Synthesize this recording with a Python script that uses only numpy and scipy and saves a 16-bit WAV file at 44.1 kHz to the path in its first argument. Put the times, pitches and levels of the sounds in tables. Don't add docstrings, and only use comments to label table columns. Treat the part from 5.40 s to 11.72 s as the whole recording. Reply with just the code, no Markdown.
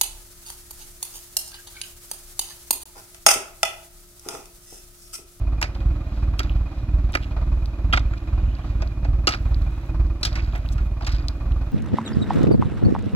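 import sys
import numpy as np
from scipy import signal
from scipy.fft import rfft, irfft, next_fast_len
from scipy.io import wavfile

SR = 44100
rng = np.random.default_rng(int(sys.argv[2]) if len(sys.argv) > 2 else 0)


def file_out(sig):
    cols = np.atleast_2d(sig).T
    lim = np.clip(cols, -1, 1)
    pcm = np.round(lim * 32767).astype(np.int16)
    wavfile.write(sys.argv[1], SR, pcm)


N = 278712
TIME = np.arange(N) / SR

# frequency_hz, level_db
AIR_EQ = [(100, 2.5), (700, -1.5), (1500, -13.5), (2500, -13.5), (4300, -17), (6800, -22.5), (8200, -29.5),
          (13000, -25.5), (16000, -41.5)]
# frequency_hz, left_right_correlation
FAR_IMAGE = [(60, 0.94), (300, 0.74), (640, 0.95), (1400, 0.66), (3000, -0.3), (15000, -0.36)]

# time_s, firings_per_s
IDLE_SPEED = [(0.0, 17.31), (0.6, 19.44), (0.9, 17.94), (1.8, 18.94), (2.7, 18.42), (3.0, 19.21),
              (3.6, 17.88), (3.9, 18.91), (4.5, 18.25), (4.8, 19.01), (5.1, 18.02), (6.3, 18.96)]
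# peak_s, height_db, length_s
FUEL_SURGES = [(0.079, 9.5, 0.32), (0.479, 12, 0.28), (0.848, 9, 0.34), (1.138, 12, 0.28),
               (1.568, 12, 0.3255), (2.08, 12, 0.436), (2.546, 10.5, 0.41), (2.995, 12.5, 0.29),
               (3.367, 9.5, 0.29), (3.706, 13, 0.32), (4.153, 10, 0.49), (4.607, 12, 0.28),
               (5.034, 9.5, 0.41), (5.381, 11, 0.353), (5.752, 10, 0.3284), (6.115, 12.5, 0.28)]
# pitch_hz, width_hz, level_db
PIPE_MODES = [(39, 11, -15.5), (49.56, 15.4, 6), (73.8, 2.4, -4.5), (113, 33, -11.5), (167, 11, -20.5)]
# pitch_hz, width_hz, level_db
COVER_MODES = [(287.8, 4.84, 4), (327.3, 2.65, 3.5), (547.5, 8.6, -9), (622, 35, -15)]
# frequency_hz, level_db
ROAR_EQ = [(20, -10), (32, -17.5), (55, 0), (110, -0.5), (170, -11.5), (240, -13.5), (340, -14.5),
           (440, -36.5), (900, -76)]
# frequency_hz, level_db
CLATTER_EQ = [(250, -37), (470, -6), (620, 3.5), (900, -2), (1200, 1), (1600, -10), (2000, -11.5),
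              (3000, -21), (4300, -17.5), (7000, -37), (12000, -70)]
KNOCK_STARTS = [0.935, 2.019, 2.072, 2.125, 2.384, 2.444, 2.499, 4.49, 4.544, 5.246]
TICK_ACCENTS = [-8, -5.5, -9, -2]

# frequency_hz, gain_db
LEFT_EQ = [(300, -1.5), (900, -2), (2300, -1), (4000, -3.5), (5300, 2), (7000, -3.5), (9000, -2.5),
           (15000, 2.5)]
# frequency_hz, gain_db
RIGHT_EQ = [(300, 0.5), (900, -5.5), (2300, 6.5), (4300, -0.5), (5600, -5.5), (7300, -16.5), (9800, -15),
            (15000, 7.5)]
# start_s, spill_db, spill_t60_s, drag_db, drag_length_s, sand_db
EARTH_DRAGS = [(0.224, -36, 0.12, -51.5, 0.82, -72), (0.996, -39, 0.27, -53, 0.88, -94),
               (1.78, -55, 0.16, -52.5, 0.77, -76), (2.53, -23, 0.063, -49.5, 1, -74),
               (3.902, -18.5, 0.14, -50, 0.6, -64.5), (4.893, -39, 0.88, -51.5, 0.57, -66.5),
               (5.67, -30, 0.45, -54.5, 0.85, -68.5)]
# frequency_hz, level_db
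CRUMB_EQ = [(500, -5), (1500, 12.5), (3000, -1.5), (4000, 3.5), (5500, -15.5), (7000, 0), (9000, -42),
            (15000, -27)]
# frequency_hz, level_db
SAND_EQ = [(2000, -27.5), (6000, 8.5), (12000, 2), (16000, -6)]
# start_s, length_s, level_db, pitch_hz
GRAVEL_RUNS = [(0.343, 0.018, -46.5, 3850), (0.403, 0.0081, -49, 3000), (0.678, 0.21, -57, 3870),
               (1.047, 0.019, -56, 2700), (1.103, 0.033, -51, 2920), (1.146, 0.037, -56, 3165),
               (1.305, 0.14, -58, 3700), (1.73, 0.0083, -39, 3400), (1.813, 0.042, -44.5, 3030),
               (1.901, 0.038, -54.5, 3240), (2.772, 0.016, -49.5, 3600), (3.215, 0.15, -58, 3970),
               (4.85, 0.01, -28.5, 5600), (4.977, 0.035, -40, 1980), (5.033, 0.027, -53, 3600),
               (5.168, 0.018, -51, 2510), (5.316, 0.023, -43, 6000), (5.618, 0.022, -44, 3600),
               (5.663, 0.019, -30.5, 4300), (5.689, 0.013, -39, 3700), (5.715, 0.018, -36.5, 4070),
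               (5.737, 0.036, -42, 3600)]
# start_s, level_db, pitch_hz
PEBBLE_HITS = [(0.352, -36.5, 3000), (1.096, -29.5, 2880), (2.258, -31.5, 3960), (2.78, -45, 4300),
               (3.152, -40, 4300), (3.475, -35, 4230), (3.89, -21, 3600), (3.924, -24, 4000),
               (3.938, -24, 3300), (4.145, -33, 4200), (4.221, -39.5, 4000), (4.667, -41, 4560),
               (4.929, -30, 4050), (5.126, -39, 3300), (5.151, -33, 3100), (5.262, -37, 2730),
               (5.289, -31, 3950), (5.884, -16, 4580), (6.121, -33, 3400)]
# start_s, level_db
STONE_CRACKS = [(0.214, -20.5), (0.226, -19), (0.987, -34), (0.994, -19.5), (1.033, -42), (1.722, -33),
                (1.744, -35), (1.751, -17), (2.258, -39), (2.533, -23), (2.540, -36), (4.812, -39),
                (4.831, -35), (4.85, -26), (5.160, -33), (5.178, -39), (5.289, -41), (5.34, -41),
                (5.883, -27)]
# frequency_hz, level_db
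CRACK_EQ = [(2000, -8), (6500, 2), (9500, 4), (15000, -16)]
# start_s, level_db, t60_s, pitch_hz
CLOD_BURSTS = [(0.216, -28.5, 0.046, 850), (0.239, -33, 0.029, 620), (1.0, -33, 0.023, 850),
               (1.752, -27, 0.02, 396), (1.768, -41, 0.079, 553), (2.534, -28, 0.022, 786),
               (2.575, -29, 0.033, 945), (3.421, -33.5, 0.067, 546), (3.648, -34.5, 0.053, 546),
               (3.872, -25, 0.028, 377), (3.88, -28, 0.1, 647), (4.956, -41, 0.07, 720),
               (5.151, -40, 0.11, 620), (5.61, -37, 0.032, 750), (5.672, -38, 0.06, 1100)]
# frequency_hz, level_db
THUD_EQ = [(100, 9), (200, 8), (390, 9), (500, 1.5), (660, 8), (880, 7.5), (1080, -2), (1400, 8),
           (2400, 5.5), (4000, -23), (8000, -40)]
# frequency_hz, level_db
GRIT_EQ = [(400, 1.5), (1500, -13.5), (2800, -4.5), (4500, 12), (7000, 3.5), (9000, -8), (12000, -15),
           (16000, -37)]
# pitch_hz, level_db, t60_s
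BLADE_MODES = [(365, -14, 0.066), (620, -10, 0.26), (960, -3.5, 0.11), (1257, 10, 0.11), (1388, 8, 0.072),
               (1610, 2.5, 0.068), (1775, 2.5, 0.054), (2050, 9.5, 0.037), (2370, 11, 0.07),
               (2835, 6.5, 0.023), (3120, -0.5, 0.028), (3239, -0.5, 0.078), (3580, -2.5, 0.14),
               (3806, -2, 0.1), (4390, 2.5, 0.065), (4440, -19, 0.073), (5080, 3, 0.05), (6500, -14, 0.09),
               (7080, 5.5, 0.026)]
# start_s, thud_db, ring_db, grit_db, crunch_t60_s, contact_pitch_hz
BLADE_HITS = [(0.214, -34, -15.5, -40, 0.0095, 6850), (0.215, -42, -33, -35, 0.023, 2480),
              (0.226, -16.5, -20, -24, 0.025, 2780), (0.237, -29, -39, -36, 0.13, 3300),
              (0.992, -28, -19, -24, 0.014, 3260), (1.001, -25, -29, -39, 0.052, 1420),
              (1.031, -48, -37.5, -42, 0.037, 3650), (1.738, -31.5, -34, -42, 0.11, 3570),
              (1.751, -13, -15, -27, 0.016, 2860), (1.752, -34, -12.5, -50, 0.013, 1720),
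              (1.769, -27, -33, -39.5, 0.037, 1420), (2.527, -21, -14, -39, 0.028, 3160),
              (2.533, -38, -14.5, -27, 0.01, 3245), (2.533, -14.5, -14.5, -30, 0.036, 1500),
              (2.539, -22.5, -19, -33, 0.077, 3100), (2.562, -42, -34, -38, 0.04, 3420),
              (2.573, -15, -23.5, -29, 0.02, 3460), (2.576, -30, -26, -48, 0.019, 2000),
              (2.593, -46, -37, -42, 0.026, 3500), (2.735, -34, -32, -53, 0.015, 1600),
              (3.420, -31.5, -43, -42.5, 0.066, 3200), (3.646, -36.5, -50, -47.5, 0.074, 3100),
              (3.871, -18, -12, -15.5, 0.026, 7050), (3.876, -18, -10.5, -17.5, 0.015, 2960),
              (3.877, -24, -17, -40, .075, 1280), (3.888, -22.5, -23, -21.5, 0.05, 3040),
              (3.907, -33, -31, -35, 0.055, 3000), (3.921, -37, -25.5, -36, 0.028, 4040),
              (3.936, -21.5, -27, -42, 0.039, 2980), (3.945, -32, -30, -37, 0.035, 1300),
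              (4.830, -31, -28, -21.5, 0.062, 4360), (4.85, -31, -21, -21, 0.083, 3400),
              (4.866, -32.5, -41, -34.5, 0.11, 3020), (4.954, -30.5, -44, -36.5, 0.14, 2200),
              (5.151, -31.5, -43, -48, 0.075, 3340), (5.38, -37, -37, -50.5, 0.1, 1330),
              (5.608, -36, -36.5, -48, 0.025, 1170), (5.646, -44, -40, -39.5, 0.03, 3700),
              (5.667, -27.5, -28.5, -37, 0.096, 7000)]


def from_db(db):
    return 10 ** (np.asarray(db) / 20)


def unit_rms(x):
    return x / np.sqrt(np.mean(x ** 2) + 1e-20)


def at_hz(curve, hz):
    curve_hz, values = np.transpose(curve)
    return np.interp(np.log(hz + 1), np.log(curve_hz), values)


def decay(t, t60_s):
    return np.exp(-np.log(1000) * t / t60_s)


def strike(t, rise_s, t60_s):
    return (1 - np.exp(-t / rise_s)) * decay(t, t60_s)


def add(track, start_s, sound):
    at = max(round(start_s * SR), 0)
    track[at:at + len(sound)] += sound[:max(N - at, 0)]


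def eq(x, curve, keep_power=True, size=4096):
    gain = from_db(at_hz(curve, np.arange(size // 2 + 1) * SR / size))
    cepstrum = irfft(np.log(gain))
    cepstrum[1:size // 2] *= 2
    cepstrum[size // 2 + 1:] = 0
    taps = irfft(np.exp(rfft(cepstrum)))
    if keep_power:
        taps /= np.linalg.norm(taps)
    return signal.oaconvolve(x, taps)[:N]


def resonate(x, modes):
    out = 0
    for pitch_hz, width_hz, level_db in modes:
        radius = np.exp(-np.pi * width_hz / SR)
        feed = np.array([1, 0, -1]) * (1 - radius ** 2) / 2
        feedback = [1, -2 * radius * np.cos(2 * np.pi * pitch_hz / SR), radius ** 2]
        out = out + from_db(level_db) * signal.lfilter(feed, feedback, x + 1e-18)
    return out


def body(x, pitch_hz, width_hz):
    mode = [(pitch_hz, width_hz, 0)]
    return resonate(resonate(x, mode), mode)


def grains(size, per_s, spread_db):
    strength = from_db(spread_db * np.minimum(rng.exponential(1, size), 4))
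    breaks = rng.random(size) < per_s / SR
    return unit_rms(breaks * strength * rng.choice([-1, 1], size))


def echoes(x, level_db, t60_s):
    t = TIME[:SR // 2]
    cloud = rng.standard_normal(len(t)) * strike(t, 0.00079, t60_s)
    return from_db(level_db) * signal.oaconvolve(x, cloud / np.linalg.norm(cloud))[:N]


def far_noise(curve):
    size = next_fast_len(N)
    mid, side = rfft(rng.standard_normal((2, size)))
    hz = np.arange(len(mid)) * SR / size
    correlation = np.clip(at_hz(FAR_IMAGE, hz), -1, 1)
    pair = np.sqrt(1 + correlation) * mid + np.sqrt(1 - correlation) * side * [[1], [-1]]
    return unit_rms(irfft(pair * from_db(at_hz(curve, hz)), size)[:, :N])


def open_air(level_db=-51):
    return from_db(level_db) * far_noise(AIR_EQ)


def bird(start_s=2.935, length_s=0.325, notes_per_s=32, low_hz=2460, sweep_hz=1400, level_db=-52.5):
    t, trill = TIME[:int(length_s * SR)], np.zeros(N)
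    note, progress = np.divmod(notes_per_s * t + 14 * t ** 2, 1)
    loud, sharp = rng.standard_normal((int(note[-1]) + 1, 2))[note.astype(int)].T
    note_shape = np.sin(np.pi * np.minimum(1.6 * progress, 1)) ** 2
    phrase_shape = np.sin(np.pi * t / length_s) ** 0.3
    pitch_hz = low_hz + 130 * sharp + sweep_hz * progress
    whistle = np.sin(2 * np.pi * np.cumsum(pitch_hz) / SR)
    add(trill, start_s, from_db(level_db + 2 * loud) * note_shape * phrase_shape * whistle)
    return np.array([trill + echoes(trill, level_db=0, t60_s=0.2) for side in range(2)])


def governor():
    arches = [height_db * np.maximum(1 - (2 * (TIME - peak_s) / length_s) ** 2, 0)
              for peak_s, height_db, length_s in FUEL_SURGES]
    fuel_db = np.max(arches, axis=0)
    return fuel_db - fuel_db.mean()


def crank(fuel_db, firings_per_s_per_db=0.133):
    idle = np.interp(TIME, *np.transpose(IDLE_SPEED))
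    turns = np.cumsum(idle + firings_per_s_per_db * fuel_db) / SR - 0.153
    return np.flatnonzero(np.diff(np.floor(turns)) > 0)


def throb(kicks, t60_s, floor, rise_s=0.0045):
    pulse = strike(TIME[:SR // 5], rise_s, t60_s)
    return unit_rms(floor + signal.oaconvolve(kicks, pulse)[:N])


def exhaust(kicks, load, lag_s=0.008, width_s=0.0019, echo_s=0.018, echo_db=-8):
    t = TIME[:SR // 20]
    puff = np.exp(-0.5 * ((t - lag_s) / width_s) ** 2)
    echo = from_db(echo_db) * np.exp(-0.5 * ((t - lag_s - echo_s) / (2 * width_s)) ** 2)
    boom = resonate(signal.oaconvolve(kicks * load ** 1.29, puff + echo)[:N], PIPE_MODES)
    chuff = resonate(signal.oaconvolve(kicks * load ** 0.22, puff)[:N], [(49, 56, 0)])
    return from_db(-23.5) * unit_rms(boom) + from_db(-31.5) * unit_rms(chuff)


def combustion(kicks, load, level_db=-32.5):
    roar = unit_rms(eq(rng.standard_normal(N), ROAR_EQ) * load ** 0.44)
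    return from_db(level_db) * roar * throb(kicks, t60_s=0.038, floor=0.57)


def covers(kicks, load, level_db=-47):
    shake = rng.standard_normal(N) * throb(kicks, t60_s=0.083, floor=0.77)
    return from_db(level_db) * unit_rms(resonate(shake, COVER_MODES) * load ** 0.05)


def clatter(rattles, load, level_db=-48):
    envelope = throb(rattles, t60_s=0.1, floor=0.093, rise_s=0.0067) * load ** 0.15
    return from_db(level_db) * envelope * far_noise(CLATTER_EQ)


def hard_knocks(level_db=-41):
    envelope = np.zeros(N)
    for start_s in KNOCK_STARTS:
        add(envelope, start_s, strike(TIME[:SR // 8], rise_s=0.003, t60_s=0.079))
    return from_db(level_db) * envelope * far_noise(CLATTER_EQ)


def injector(firings, pitch_hz=2455, scatter_hz=24, lag_s=0.012, width_s=0.0057, level_db=-47):
    t, pings = TIME[:SR // 20], np.zeros(N)
    swell = np.exp(-0.5 * ((t - lag_s) / width_s) ** 2)
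    for at, accent_db in zip(firings, np.resize(TICK_ACCENTS, len(firings))):
        sharp, loud = rng.standard_normal(2)
        tone = np.sin(2 * np.pi * (pitch_hz + scatter_hz * sharp) * t)
        add(pings, at / SR, from_db(level_db + accent_db + 2.1 * loud) * swell * tone)
    jingle = resonate(rng.standard_normal((2, N)), [(pitch_hz, 2 * scatter_hz, 0)])
    return pings + from_db(-62) * unit_rms(jingle)


def diesel(stumble_s=0.0008, uneven_kick_db=1.5, uneven_rattle_db=3.5):
    fuel_db = governor()
    load = from_db(fuel_db)
    firings = crank(fuel_db)
    late, hard, loose = rng.standard_normal((SR // 100, 3))[:len(firings)].T
    firings = np.clip(firings + (stumble_s * SR * late).astype(int), 0, N - 1)
    kicks, rattles = np.zeros((2, N))
    kicks[firings] = from_db(uneven_kick_db * hard)
    fuel_rise_db = np.maximum(np.diff(fuel_db[firings], prepend=fuel_db[0]), 0)
    accent_db = np.resize(TICK_ACCENTS, len(firings))
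    rattles[firings] = from_db(0.37 * fuel_rise_db + uneven_rattle_db * loose + 0.49 * accent_db)
    low_end = exhaust(kicks, load) + combustion(kicks, load) + covers(kicks, load)
    metal = clatter(rattles, load) + hard_knocks() + injector(firings)
    return (low_end + metal) * from_db([[-0.95], [0.9]])


def over_ground(x, right_lag_s=0.00026):
    sides = []
    for curve, lag in ((LEFT_EQ, 0), (RIGHT_EQ, round(right_lag_s * SR))):
        direct = np.pad(x, (lag, 0))[:N]
        scatter = echoes(x, level_db=-10, t60_s=0.022)
        tail = echoes(x, level_db=-21, t60_s=0.3)
        sides.append(eq(direct + scatter + tail, curve, keep_power=False))
    return np.array(sides)


def sliding_earth(rise_s=0.031, settle_t60_s=0.15):
    spill, drag, sand = np.zeros((3, N))
    for start_s, spill_db, spill_t60_s, drag_db, drag_length_s, sand_db in EARTH_DRAGS:
        t = np.maximum(TIME - start_s, 0)
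        rise = 1 - np.exp(-t / rise_s)
        held = rise * decay(np.maximum(t - drag_length_s, 0), settle_t60_s)
        spill += from_db(spill_db) * rise * decay(t, spill_t60_s)
        drag += from_db(drag_db) * held
        sand += from_db(sand_db) * held
    fine = grains(N, per_s=5800, spread_db=0)
    coarse = grains(N, per_s=200, spread_db=-0.5)
    crumbs = from_db(-8) * eq(fine + coarse, CRUMB_EQ)
    scratches = grains(N, per_s=1700, spread_db=9)
    rasp = from_db(-6) * unit_rms(body(scratches, pitch_hz=4660, width_hz=1100))
    hiss = eq(grains(N, per_s=1500, spread_db=7), SAND_EQ)
    return (spill + drag) * crumbs + spill * rasp + sand * hiss


def gravel():
    t, out = TIME[:SR // 4], np.zeros(N)
    for start_s, length_s, level_db, pitch_hz in GRAVEL_RUNS:
        clicks = grains(len(t), per_s=2600, spread_db=3.3)
        run = unit_rms(body(clicks, pitch_hz, width_hz=0.85 * pitch_hz))
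        swell = np.sin(np.pi * np.minimum(t / length_s, 1) ** 0.97)
        add(out, start_s, from_db(level_db) * swell * run)
    return out


def pebbles(makeup_db=13, click_db=-32):
    t, out = TIME[:SR // 20], np.zeros(N)
    for start_s, level_db, pitch_hz in PEBBLE_HITS:
        touch = 0.68 * decay(t, t60_s=0.0037) * rng.standard_normal(len(t))
        touch[0] = 4
        clack = body(touch, pitch_hz, width_hz=0.43 * pitch_hz) + from_db(click_db) * touch
        add(out, start_s, from_db(level_db + makeup_db) * clack)
    return out


def cracking_stones():
    t, out = TIME[:SR // 20], np.zeros(N)
    envelope = strike(t, rise_s=0.0006, t60_s=0.01)
    for start_s, level_db in STONE_CRACKS:
        add(out, start_s, from_db(level_db) * envelope * grains(len(t), per_s=14000, spread_db=2))
    return eq(out, CRACK_EQ)


def clods(rise_s=0.002):
    t, out = TIME[:SR // 6], np.zeros(N)
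    for start_s, level_db, t60_s, pitch_hz in CLOD_BURSTS:
        burst = rng.standard_normal(len(t)) * strike(t, rise_s, t60_s)
        knock = body(burst, pitch_hz, width_hz=0.77 * pitch_hz)
        attack_rms = np.sqrt(np.mean(knock[:SR // 60] ** 2))
        add(out, start_s, from_db(level_db) * knock / attack_rms)
    return out


def steel_ring(t, contact_hz, crunch_t60_s, reach_octaves=0.13, far_modes_db=-17, detune=0.0062):
    mode_hz, mode_db, mode_t60_s = np.transpose(BLADE_MODES)[:, :, None]
    near = np.exp(-0.5 * (np.log2(mode_hz / contact_hz) / reach_octaves) ** 2)
    strength = from_db(mode_db + 2 * rng.standard_normal(mode_hz.shape)) * (near + from_db(far_modes_db))
    loaded_hz = mode_hz * (1 + detune * rng.standard_normal(mode_hz.shape))
    envelope = strike(t, 0.00065, mode_t60_s) * decay(t, 3.3 * crunch_t60_s)
    tones = np.sin(2 * np.pi * (loaded_hz * t + rng.random(mode_hz.shape)))
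    return np.sum(strength / np.linalg.norm(strength) * envelope * tones, axis=0)


def blade(grind=0.49, snap_db=4, size=SR // 5):
    t = TIME[:size]
    thud, ring, grit = np.zeros((3, N))
    snap = from_db(snap_db) * strike(t, rise_s=0.00022, t60_s=0.024)
    for start_s, thud_db, ring_db, grit_db, crunch_t60_s, contact_hz in BLADE_HITS:
        crush = strike(t, 0.0014, crunch_t60_s)
        earth = (crush + 0.12 * snap) * grains(size, per_s=11000, spread_db=-2)
        crunch = (crush + snap) * grains(size, per_s=8000, spread_db=2)
        steel = steel_ring(t, contact_hz, crunch_t60_s)
        contacts = crush * rng.standard_normal(size)
        contacts *= grind / np.linalg.norm(contacts)
        contacts[0] = 1
        add(thud, start_s, from_db(thud_db) * earth)
        add(grit, start_s, from_db(grit_db) * crunch)
        add(ring, start_s, from_db(ring_db) * signal.fftconvolve(steel, contacts)[:size])
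    return eq(thud, THUD_EQ) + from_db(3) * ring + eq(grit, GRIT_EQ)


def scene():
    digging = blade() + clods() + cracking_stones() + pebbles() + gravel() + sliding_earth()
    return over_ground(digging) + diesel() + bird() + open_air()


def record(dry, ceiling=0.9, low_cut_hz=12, high_cut_hz=16000):
    rounded = dry / (1 + (dry / ceiling) ** 6) ** (1 / 6)
    low_cut = signal.butter(1, low_cut_hz, "high", fs=SR, output="sos")
    high_cut = signal.ellip(10, 0.2, 70, high_cut_hz, fs=SR, output="sos")
    return signal.sosfilt(high_cut, signal.sosfilt(low_cut, rounded))


dry = scene()
out = record(dry)
file_out(out)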